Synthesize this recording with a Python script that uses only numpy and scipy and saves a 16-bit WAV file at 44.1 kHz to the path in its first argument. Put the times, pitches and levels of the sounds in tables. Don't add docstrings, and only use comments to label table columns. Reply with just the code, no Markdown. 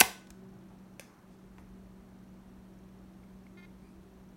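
import sys
import numpy as np
from scipy import signal
from scipy.fft import rfft, irfft, next_fast_len
from scipy.io import wavfile
from scipy.ndimage import uniform_filter1d, map_coordinates

SR = 44100
rng = np.random.default_rng(int(sys.argv[2]) if len(sys.argv) > 2 else 0)


def master(y):
    cut = np.clip(np.atleast_2d(y).T, -1, 1)
    pcm = np.round(cut * 32767)
    wavfile.write(sys.argv[1], SR, pcm.astype(np.int16))


N = 192408

# (pitch [Hz], level [dB], waver [dB], boost at the screen [dB])
HUM_TONES = [(58.5, -71, 3.5, 7.5), (119.5, -67.5, 1.5, 2), (188.5, -56.5, 0.36, 2), (236.8, -68, 3, 0.5),
             (329.9, -75, 5.5, 1), (380.9, -72.5, 4, 0.5)]
# (frequency [Hz], relative level [dB])
RUMBLE_COLOUR = [(14, -60), (24, -22), (36, -4.5), (54, -1), (72, -5.5), (100, -12), (160, -30.5),
                 (400, -79)]
DRAUGHT_COLOUR = [(60, -12), (125, -6), (150, 0.5), (215, 0.5), (270, -3.5), (325, -2), (400, -4.5),
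                  (470, -11.5), (600, -9.5), (750, -12), (1200, -16), (2000, -23), (3200, -29.5),
                  (6000, -44.5), (16000, -72.5)]
HISS_COLOUR = [(500, -10), (3000, -1.5), (4300, 1.5), (4950, -3.5), (5600, 0.5), (6500, -2), (7600, -3),
               (9400, -1.5), (10400, -6.5), (11500, -2.5), (15700, -6.5)]
# (time [s], level [dB], low edge [Hz], high edge [Hz], rattle fade time [s], ring boost [dB])
PLASTIC_HITS = [(.0002, -28, 1200, 14990, .05, 8.5), (.0032, -6.5, 5400, 18000, 0.0097, 4.5),
                (.0054, -17.5, 1290, 11990, 0.04, 5.5), (.0098, -4.5, 217, 10900, .014, 2.5),
                (0.0123, -19, 132.6, 1700, 0.049, 9.5), (0.2705, -51.5, 1994, 6980, 0.028, -11.5),
                (.3040, -41, 1400, 9800, 0.018, -3), (.9958, -34.5, 1150, 11400, 0.0161, -13),
                (1.007, -42.5, 5000, 15990, .005, -12), (1.0103, -48, 1507, 10030, 0.0048, -6),
                (1.5830, -33.5, 600, 1900, 0.0057, -7.5), (3.2349, -57.5, 1500, 2404, .012, -5.5),
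                (3.4665, -52, 1902, 2098, .02, -7), (4.0331, -62, 1500, 9000, .012, -10)]
# (pitch [Hz], relative level [dB], fade time [s])
CASE_NOTES = [(109, -27, 0.049), (208, -16, 0.051), (290, -24, .04), (478.8, -30.5, .025),
              (699.5, -22, .03), (755, -16.5, .045), (845, -13.5, 0.035), (1026, -15.5, .03),
              (1230, -25.5, 0.024), (1532, -13, 0.031), (1770, -19, .03), (1835, -20.5, 0.025),
              (2048, -19.5, .05), (2360, -16.5, .025), (2420, -23, .05), (2630, -4, 0.012),
              (3007, -18.5, 0.021), (3309, -26.5, 0.04), (4135, -28, .03), (4526, -19.5, 0.034),
              (5289, -25, 0.039), (5850, -16.5, 0.021), (6390, -18, .02), (7130, -24.5, .03),
              (8400, -20.5, 0.04), (11100, -9.5, 0.009), (13570, -13.5, 0.017)]
# (frequency [Hz], fade time [s])
ECHO_FADE = [(150, .3), (800, .38), (1600, 0.36), (3000, .39), (7000, 0.38), (10000, .31), (15000, .25)]
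# (frequency [Hz], relative level [dB])
ECHO_COLOUR = [(100, 0.5), (400, 2.5), (650, 4.5), (830, 3), (1200, 3.5), (1900, 5.5), (2700, -3),
               (5000, 1), (9000, -4), (14000, -2)]
# (time [s], level [dB], pitch [Hz], fade time [s])
PANEL_KNOCKS = [(.011, -44, 60, 0.34), (.012, -39, 106, 0.14), (.3, -43, 58, 0.18),
                (.9962, -36.5, 550, 0.027), (.9960, -40.5, 2420, .012), (1.5835, -39.5, 980, 0.0087),
                (1.586, -45, 70, 0.082), (3.235, -57, 2150, .02), (3.4668, -50, 2170, 0.02)]
# (pitch [Hz], level [dB], fade time [s])
SHELL_NOTES = [(1495, -54, 1.05), (2110, -54.5, 0.38), (770, -50.5, .5)]
# (peak time [s], length [s], level [dB], low edge [Hz], high edge [Hz])
FINGER_RUBS = [(.57, 0.23, -56.5, 136.5, 160.9), (0.654, 0.13, -79.5, 2010, 3500),
               (0.651, 0.7, -69, 595, 890), (1.08, 0.11, -61, 139, 350), (1.14, 0.31, -67, 597, 1460),
               (1.329, .05, -77, 3000, 9000), (1.6, .06, -75.5, 2000, 15000)]
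# (start [s], end [s], level [dB])
SLED_MOVES = [(3.572, 3.607, -61), (3.609, 3.629, -66.5), (3.628, 3.656, -61)]
# (multiple of the step rate, relative level [dB])
SLED_TONES = [(3, -11), (4, -5.5), (5, -6), (6, 0.5), (7, -7.5), (8, -21), (9, -14.5), (10, -14.5),
              (11, -13), (12, -25), (13, -14), (15, -23), (18, -20), (27, -30), (36, -23)]


def amp(db):
    return 10 ** (np.asarray(db) / 20)


def unit(x):
    return x / np.sqrt(np.mean(x ** 2) + 1e-20)


def along(points, hz):
    frequencies, values = np.transpose(points)
    return np.interp(np.log(hz + 1), np.log(frequencies + 1), values)


def wobble(rate, hop=64):
    at = np.arange(0, N + hop, hop)
    values = rng.standard_normal(int(N * rate / SR) + 4)
    return np.interp(np.arange(N), at, map_coordinates(values, [at * rate / SR]))


def filtered(x, gain_at):
    size = next_fast_len(N + SR // 2)
    return irfft(rfft(x, size) * gain_at(np.fft.rfftfreq(size, 1 / SR)), size)[:N]


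def noise(colour):
    return unit(filtered(rng.standard_normal(N), lambda hz: amp(along(colour, hz))))


def band(x, low_hz, high_hz):
    x = signal.lfilter(*signal.butter(2, low_hz, "high", fs=SR), x)
    return signal.lfilter(*signal.butter(2, high_hz, fs=SR), x)


def fade(t, fade_s):
    return np.exp(-np.log(1000) * t / fade_s)


def note(t, hz, db, fade_s):
    return amp(db) * fade(t, fade_s) * np.sin(2 * np.pi * hz * t)


def add(track, start_s, sound):
    part = track[max(round(start_s * SR), 0):][:len(sound)]
    part += sound[:len(part)]


def quiet_spot(pass_s=1.14, width_s=.085):
    return np.exp(-np.abs(np.arange(N) / SR - pass_s) / width_s)


def near_screen(arrive_s=1.42, settle_s=.08, drift_away_s=4):
    since = np.arange(N) / SR - arrive_s
    arriving = .5 + .5 * np.tanh(since / settle_s)
    return arriving * np.exp(-np.maximum(since, 0) / drift_away_s)


def hum(drift_db=.88, dip_db=12):
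    tones, t, near = np.zeros(N), np.arange(N) / SR, near_screen()
    for hz, db, waver_db, boost_db in HUM_TONES:
        level = amp(db + boost_db * near + waver_db * wobble(9.8))
        tones += level * np.sin(2 * np.pi * hz * t + .11 * waver_db * wobble(7))
    return np.sqrt(2) * amp(drift_db * wobble(5) - dip_db * quiet_spot()) * tones


def air(rumble_db=-69, screen_boost_db=8.5, draught_db=-59, hiss_db=-75, dip_db=3.5):
    rumble = amp(rumble_db + screen_boost_db * near_screen()) * noise(RUMBLE_COLOUR)
    draught = amp(draught_db) * noise(DRAUGHT_COLOUR)
    hiss = amp(hiss_db) * noise(HISS_COLOUR)
    return amp(-dip_db * quiet_spot()) * (rumble + draught) + hiss


def plastic_hits(near_echo_db=-12, far_echo_db=-6, ring_echo_db=-6):
    out, t = np.zeros(N), np.arange(SR // 10) / SR
    notes = np.array([note(t, hz, db, fade_s) for hz, db, fade_s in CASE_NOTES])
    signs = (-1) ** np.arange(len(CASE_NOTES))
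    for start_s, db, low_hz, high_hz, fade_s, ring_db in PLASTIC_HITS:
        burst = rng.standard_normal(len(t)) * fade(t, fade_s)
        rattle = amp(db) * band(burst, low_hz, high_hz)
        strengths = signs * amp(rng.standard_normal(len(CASE_NOTES)))
        ring = amp(db + ring_db) * band(strengths @ notes, low_hz, high_hz)
        add(out, start_s, rattle + ring)
        echo = room_echo(rattle + amp(ring_echo_db) * ring)
        echo_db = np.interp(start_s, [.3, 1], [near_echo_db, far_echo_db])
        add(out, start_s, amp(echo_db) * echo)
    return out


def room_echo(sound, delay_s=.0078):
    hz, t, spectrum = signal.stft(rng.standard_normal(SR // 2), SR, nperseg=256)
    shape = amp(along(ECHO_COLOUR, hz))[:, None] * fade(t, along(ECHO_FADE, hz)[:, None])
    tail = signal.istft(spectrum * shape, SR, nperseg=256)[1]
    tail = np.pad(tail / np.linalg.norm(tail), (round(delay_s * SR), 0))
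    return signal.fftconvolve(sound, tail)[:N]


def panel_knocks():
    out, t = np.zeros(N), np.arange(SR // 4) / SR
    for start_s, db, hz, fade_s in PANEL_KNOCKS:
        build_up = 1 - np.exp(-2 * hz * t)
        add(out, start_s, build_up * note(t, hz, db, fade_s))
    return out


def steel_shell(slam_s=.011):
    out, t = np.zeros(N), np.arange(SR) / SR
    add(out, slam_s, sum(note(t, hz, db, fade_s) for hz, db, fade_s in SHELL_NOTES))
    return out


def camera_ticks(first_s=.0395, ticks_per_s=20, level_db=-69.5, fade_s=.012):
    since_tick = (np.arange(N) / SR - first_s) % (1 / ticks_per_s)
    # (frequency [Hz], relative level [dB])
    colour = [(4300, -45.0), (5400, -2.5), (6500, -.5), (7800, -40.5)]
    return amp(level_db + .8 * wobble(11)) * fade(since_tick, fade_s) * noise(colour)


def finger_rubs(uneven_db=2.4):
    out, t = np.zeros(N), np.arange(SR) / SR - .5
    for peak_s, length_s, db, low_hz, high_hz in FINGER_RUBS:
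        friction = band(rng.standard_normal(SR), low_hz, high_hz)
        friction = unit(band(friction, low_hz, high_hz))
        swell = np.exp(-(2 * t / length_s) ** 2)
        add(out, peak_s - .5, amp(db) * swell * friction)
    return out * amp(uneven_db * wobble(45.48))


def lens_sled(step_hz=353.3, speed_waver=.00201):
    t = np.arange(N) / SR
    level = sum(amp(db) * ((t >= start) & (t < end)) for start, end, db in SLED_MOVES)
    level = uniform_filter1d(level, size=130)
    steps = np.cumsum(step_hz * (1 + speed_waver * wobble(60))) / SR
    buzz = sum(amp(db) * np.sin(2 * np.pi * (round(multiple) * steps + rng.random()))
               for multiple, db in SLED_TONES)
    return level * np.sqrt(2) * buzz


def disc_motor(peak_s=3.865, length_s=.13, peak_db=-74, whirr_hz=2330, octaves_per_s=1.3, roughness=.05):
    t = np.clip(np.arange(N) / SR - peak_s, -.5, .5)
    hz = whirr_hz * 2 ** (octaves_per_s * t)
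    phase = 2 * np.pi * np.cumsum(hz * (1 + roughness * wobble(400))) / SR
    whirr = np.sin(phase) + amp(-7) * np.sin(2 * phase) + amp(-9) * np.sin(4 * phase)
    swell = np.exp(-(2 * t / length_s) ** 2)
    return amp(peak_db) * swell * unit(whirr)


def scene(small_echo_db=-18):
    small_sounds = panel_knocks() + lens_sled() + disc_motor()
    laptop = plastic_hits() + steel_shell() + small_sounds
    echo = amp(small_echo_db) * room_echo(small_sounds)
    return (laptop + echo + finger_rubs() + hum() + air() + camera_ticks())[None]


def record(dry, top_hz=15800):
    rounded = dry[0] / (1 + np.abs(dry[0]) ** 6) ** (1 / 6)
    return filtered(rounded, lambda hz: hz < top_hz)[None]


dry = scene()
out = record(dry)
master(out)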